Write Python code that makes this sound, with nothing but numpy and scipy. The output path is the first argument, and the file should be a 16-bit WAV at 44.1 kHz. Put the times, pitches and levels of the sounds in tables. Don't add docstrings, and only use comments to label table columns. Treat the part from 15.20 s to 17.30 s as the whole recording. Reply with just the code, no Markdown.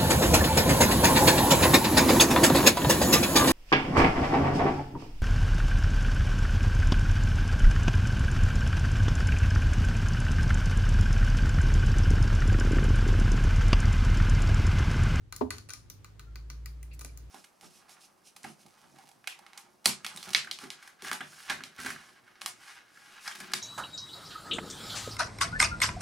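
import sys
import numpy as np
from scipy import signal
from scipy.fft import rfft, irfft, next_fast_len
from scipy.io import wavfile

SR = 44100
rng = np.random.default_rng(int(sys.argv[2]) if len(sys.argv) > 2 else 0)


def dump(signal):
    limited = np.clip(np.atleast_2d(signal).T, -1, 1)
    pcm = np.round(limited * 32767).astype(np.int16)
    wavfile.write(sys.argv[1], SR, pcm)


N = 92610
T = np.arange(N) / SR

# (frequency [Hz], relative level [dB], t60 [s])
HANDLE_MODES = [(1211, -1, 0.082), (1501, 4.5, 0.029), (1991, 5.5, 0.04), (2368, 1.5, 0.038),
                (2620, -3, 0.028), (4170, -5.5, 0.034), (5570, 4, 0.0094), (6260, 0.5, 0.039),
                (9720, -3, 0.0069)]
def handle_ring(t, nail_hz):
    grip_detune, scatter_db = 0.0079, 2
    modes = [(hz * (1 + grip_detune * rng.normal()), db + scatter_db * rng.normal(), t60)
             for hz, db, t60 in HANDLE_MODES]
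    modes.append((nail_hz, 14, 0.013))
    age = np.maximum(t - 0.0009175, 0)
    return sum((-1) ** k * from_db(db - 60 * age / t60) * np.sin(2 * np.pi * hz * age)
               for k, (hz, db, t60) in enumerate(modes))


# (low [Hz], high [Hz], trim [dB], left over right [dB], stereo likeness [0-1])
TAP_BANDS = [(324, 1076, -6, 8.5, 0.48), (995, 1612, -1.5, 5.5, 0.26), (1710, 2940, -2, 1, 1),
             (3470, 6560, 0, 5, 0.2), (6940, 12870, -3, 0, 0.3), (12700, 20400, -0.5, 1, 0.87)]
BAND_LAGS = [-.05, -.05, -.05, .28, .28, .28]
# (frequency [Hz], gain [dB])
TAP_EQ = [(300, 1), (1000, -3.5), (2400, -2.5), (3300, -8), (4200, -4.5), (7000, -0.5), (8400, -7),
          (10200, -0.5), (12200, -22), (13600, -3), (16500, -13.5)]
# (time [s], relative splash level [dB], nail ring [Hz], six relative band levels [dB])
TAP_CUES = [(0.1238, -21, 4154, -48, -44.5, -45.5, -44, -40.5, -45.5),
            (0.162, -29, 7200, -67, -56, -54, -45.5, -41.5, -40.5),
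            (0.3045, -10, 4320, -43.5, -38, -34, -37.5, -33, -49),
            (0.3656, -31, 6160, -57, -60.5, -68, -79, -59, -64),
            (0.3819, -50, 4430, -59, -55.5, -53, -48.5, -47.5, -58),
            (0.4877, -36, 9400, -56, -56, -53, -57, -49.5, -93),
            (0.493, -34, 4330, -68, -51.5, -50, -49, -47.5, -53),
            (0.5027, -41, 6170, -63, -45, -50.5, -42, -45, -51),
            (0.5128, -27, 6400, -60, -56, -59, -60, -62, -65),
            (0.5344, -41, 6950, -58, -49.5, -47.5, -42.5, -38.5, -51),
            (0.6988, -31, 5990, -60.5, -60, -58, -45.5, -49.5, -42),
            (0.8441, -31, 3970, -70, -52, -53, -53.5, -53.5, -52),
            (0.9939, -43, 4060, -66, -51.5, -51.5, -52.5, -56, -51.5),
            (1.1562, -46, 4530, -59, -52, -50.5, -50.5, -58.5, -49.5),
            (1.2996, -37, 4420, -53.5, -51, -48, -46, -52, -47),
            (1.4578, -33, 4620, -62, -52.5, -46.5, -48.5, -47, -44),
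            (1.6282, -44, 8780, -69, -70, -56.5, -64, -49.5, -51.5),
            (1.7921, -37, 9200, -58, -63, -56, -55, -44, -47),
            (1.8094, -34, 6500, -54, -54.5, -55, -50.5, -51, -49),
            (1.8143, -47, 3990, -50.5, -60, -55.5, -58, -45.5, -57),
            (1.8463, -38, 11080, -46.5, -71, -49, -50, -39, -57),
            (1.8574, -48, 9900, -79, -84, -76, -59, -63, -57),
            (1.9732, -33, 6590, -87, -66, -67, -54, -50.5, -46.5)]
def nail_taps():
    out, t = np.zeros((2, N)), T[:SR // 12]
    attack = SR // 50
    tap_send_db, band_send_db, splash_send_db = -12.5, -5, -8
    crack = from_db(13) * envelope(t, rise=0.0011, t60=0.014)
    click = signal.unit_impulse(SR // 2)
    for start, splash_db, nail_hz, *levels in TAP_CUES:
        ring = handle_ring(t, nail_hz)
        tap = np.zeros((2, SR // 2))
        splash, sign = from_db(splash_db + splash_send_db) * click, 1
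        for (low, high, trim_db, pan_db, likeness), lag_ms, db in zip(TAP_BANDS, BAND_LAGS, levels):
            gain = from_db(db + trim_db)
            part = band(ring + crack * noise(likeness, len(t)), low, high)
            part = part / rms(part[:, :attack]) * gain * pan(pan_db)
            add(tap[0], part[0], max(lag_ms, 0) / 1000)
            add(tap[1], part[1], max(-lag_ms, 0) / 1000)
            band_click = band(click, low, high)
            sign = -sign
            splash = splash + sign * band_click / rms(band_click[:attack]) * gain * from_db(band_send_db)
        add(out, tap + room(from_db(tap_send_db) * tap + splash), start)
    return equalise(out, TAP_EQ)


# (time [s], length [s], centre [Hz], width [Hz], level [dB])
RUB_CUES = [(1.042, 0.076, 1370, 41, -68.5), (1.704, 0.046, 2432, 526, -59.5),
            (1.728, 0.03, 9600, 8200, -60), (1.705, 0.049, 4400, 903, -66.5),
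            (1.885, 0.018, 2380, 140, -59)]
def nail_rubs():
    out = np.zeros((2, N))
    for start, length, hz, width, db in RUB_CUES:
        size = int(length * SR)
        rasp = rms_one(band(noise(0.32, SR // 4), hz - width / 2, hz + width / 2))[:, -size:]
        add(out, from_db(db) * rasp * signal.windows.tukey(size, 0.7), start)
    return out


# (frequency [Hz], gain [dB])
THUD_EQ = [(60, -23.5), (170, -8.5), (260, -1), (480, -1.5), (700, -2.5), (1100, -7.5), (1500, -21),
           (2500, -30), (4200, -31.5), (8000, -47), (16000, -75)]
# (frequency [Hz], level [dB], t60 [s], left over right [dB], right lag [ms])
KNOCK_MODES = [(236, -31, .17, 0, 0.25), (259, -30.5, 0.13, -9, 0.21), (306.6, -35.5, 0.077, -9, 0.42),
               (363, -59, 0.2, -14, 0.7), (417.7, -24.5, 0.12, -2, 0.37), (609, -37.5, 0.18, 13, 0.74),
               (680, -39, 0.082, 6, 0.45), (765, -44, 0.21, 3, 0.98), (923, -30.5, 0.038, 9.5, 0.72),
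               (1055, -39, 0.02, -16, 0.69)]
def knock(start):
    t, rise_s = T - start, 0.0033
    burst = noise(0.22, N) * envelope(t, rise_s, t60=0.081)
    out = from_db(-10) * equalise(burst, THUD_EQ) * pan(3)
    for k, (hz, db, t60, pan_db, lag_ms) in enumerate(KNOCK_MODES):
        age = t - np.array([[0], [lag_ms / 1000]])
        mode = envelope(age, rise_s, t60) * np.sin(2 * np.pi * hz * age)
        out += (-1) ** k * from_db(db) * pan(pan_db) * mode
    return out


# (frequency [Hz], level [dB], rise [s], t60 [s])
BOOM_MODES = [(72.8, -42, .035, 0.43), (238, -46.5, 0.016, .26)]
def room_boom(start):
    return sum(from_db(db) * envelope(T - start, rise, t60) * np.sin(2 * np.pi * hz * T)
               for hz, db, rise, t60 in BOOM_MODES)


# (frequency [Hz], relative level [dB], t60 [s])
REVERB_BANDS = [(234, 1, 0.43), (556, -7.5, 0.32), (1200, -7, 0.28), (2220, -10.5, 0.28),
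                (4170, -5.5, 0.26), (7560, -11.5, 0.32), (10800, -9, 0.3), (14600, -10, 0.26),
                (17700, -29, 0.6)]
def room(x):
    t, onset_s, early_db = T[:SR // 3], 0.0022, -2.5
    hz, levels, decays = np.transpose(REVERB_BANDS)
    log_hz = np.log(np.arange(len(t) // 2 + 1) * SR / len(t) + 1)
    spectrum, response = diffuse_spectrum(len(t)), 0
    early = envelope(t, onset_s, t60=0.2)
    early = from_db(early_db) * early / np.linalg.norm(early)
    for solo, db, t60 in zip(np.eye(len(hz)), levels, decays):
        tail = envelope(t, onset_s, t60)
        shape = np.hypot(tail / np.linalg.norm(tail), early)
        wash = irfft(spectrum * np.interp(log_hz, np.log(hz), solo), len(t))
        response = response + from_db(db) * shape * wash
    return signal.fftconvolve(x, response, axes=1)[:, :x.shape[1]]


ORDER_TRIMS = [1, -4.5, -0.5]
# (time [s], speed [turns/s], relative levels of orders 2, 4 and 5 [dB])
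ENGINE_CURVES = [(0.0, 20.85, -78.5, -50, -54), (0.14, 20.9, -56, -60, -57.5),
                 (0.31, 20.26, -89, -44.5, -50), (0.53, 21.07, -69, -68, -60.5),
                 (0.67, 22.84, -70, -64, -64), (0.78, 24.53, -73, -52.5, -78),
                 (1.12, 26.99, -44, -55.5, -67), (1.33, 28.3, -43.5, -58, -54.5),
                 (1.43, 28.54, -42, -51, -65), (1.57, 28.9, -43, -63, -57.5), (2.02, 28.9, -48.5, -61, -64),
                 (2.1, 28.62, -48, -70, -63.5)]
def distant_engine():
    times, *curves = np.transpose(ENGINE_CURVES)
    speed, *levels = [np.interp(T, times, curve) for curve in curves]
    angle = 2 * np.pi * np.cumsum(speed) / SR
    return sum(np.sqrt(2) * from_db(db + trim) * np.sin(order * angle + rng.uniform(0, 2 * np.pi))
               for order, db, trim in zip((2, 4, 5), levels, ORDER_TRIMS))


# (frequency [Hz], relative level [dB])
RUMBLE_EQ = [(25, -31.5), (35, -21), (50, 4.5), (100, 2), (140, -0.5), (210, -14), (400, -17),
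             (1000, -48.5), (4000, -76)]
HISS_EQ = [(150, 0), (300, 8), (600, -3), (1300, -4.5), (3000, -10.5), (7000, -16.5), (11000, -23),
           (16000, -29)]
# (time [s], level [dB])
HISS_FADER = [(0, -69.5), (.8, -65.5), (1.4, -65.5), (2.1, -63.5)]
def room_tone():
    rumble = rms_one(equalise(noise(0.6, N), RUMBLE_EQ))
    hiss = rms_one(equalise(noise(0.2, N), HISS_EQ))
    hiss_db = np.interp(T, *np.transpose(HISS_FADER))
    return from_db(-57.5) * rumble + from_db(hiss_db) * hiss


def from_db(db):
    return 10 ** (np.asarray(db) / 20)


def rms(x):
    return np.sqrt(np.mean(x ** 2) + 1e-20)


def rms_one(x):
    return x / rms(x)


def pan(db):
    return from_db([[db / 2], [-db / 2]])


def envelope(t, rise, t60):
    return np.clip(t / rise, 0, 1) ** 2 * from_db(-60 * np.maximum(t - rise, 0) / t60)


def noise(likeness, size):
    mid, side = rng.standard_normal((2, size))
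    return (np.sqrt(1 + likeness) * mid + np.sqrt(1 - likeness) * np.array([side, -side])) / np.sqrt(2)


def diffuse_spectrum(size, mono_below_hz=466):
    mid, side = rfft(rng.standard_normal((2, size)))
    hz = np.arange(len(mid)) * SR / size
    width = hz / np.hypot(hz, mono_below_hz)
    return (mid + width * np.array([side, -side])) / np.sqrt(1 + width ** 2)


def band(x, low, high):
    return signal.sosfilt(signal.butter(2, [low, high], "band", fs=SR, output="sos"), x + 1e-18)


def equalise(x, points):
    hz, db = np.transpose(points)
    size = 2 * next_fast_len(N)
    log_hz = np.log(np.arange(size // 2 + 1) * SR / size + 1)
    gain = from_db(np.interp(log_hz, np.log(hz), db))
    cepstrum = irfft(np.log(gain))
    cepstrum[1:size // 2] *= 2
    cepstrum[size // 2 + 1:] = 0
    return irfft(rfft(x, size) * np.exp(rfft(cepstrum)))[..., :N]


def add(out, x, start):
    i = int(start * SR)
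    out[..., i:i + x.shape[-1]] += x[..., :N - i]


def scene():
    knock_s, knock_send_db = 0.2085, -5
    nails = nail_taps() + nail_rubs()
    bump = knock(knock_s)
    reverb = room(nails + from_db(knock_send_db) * bump)
    return nails + bump + reverb + room_boom(knock_s) + distant_engine() + room_tone()


def record(dry):
    return signal.sosfilt(signal.cheby2(16, 70, 17000, fs=SR, output="sos"), dry)


dry = scene()
out = record(dry)
dump(out)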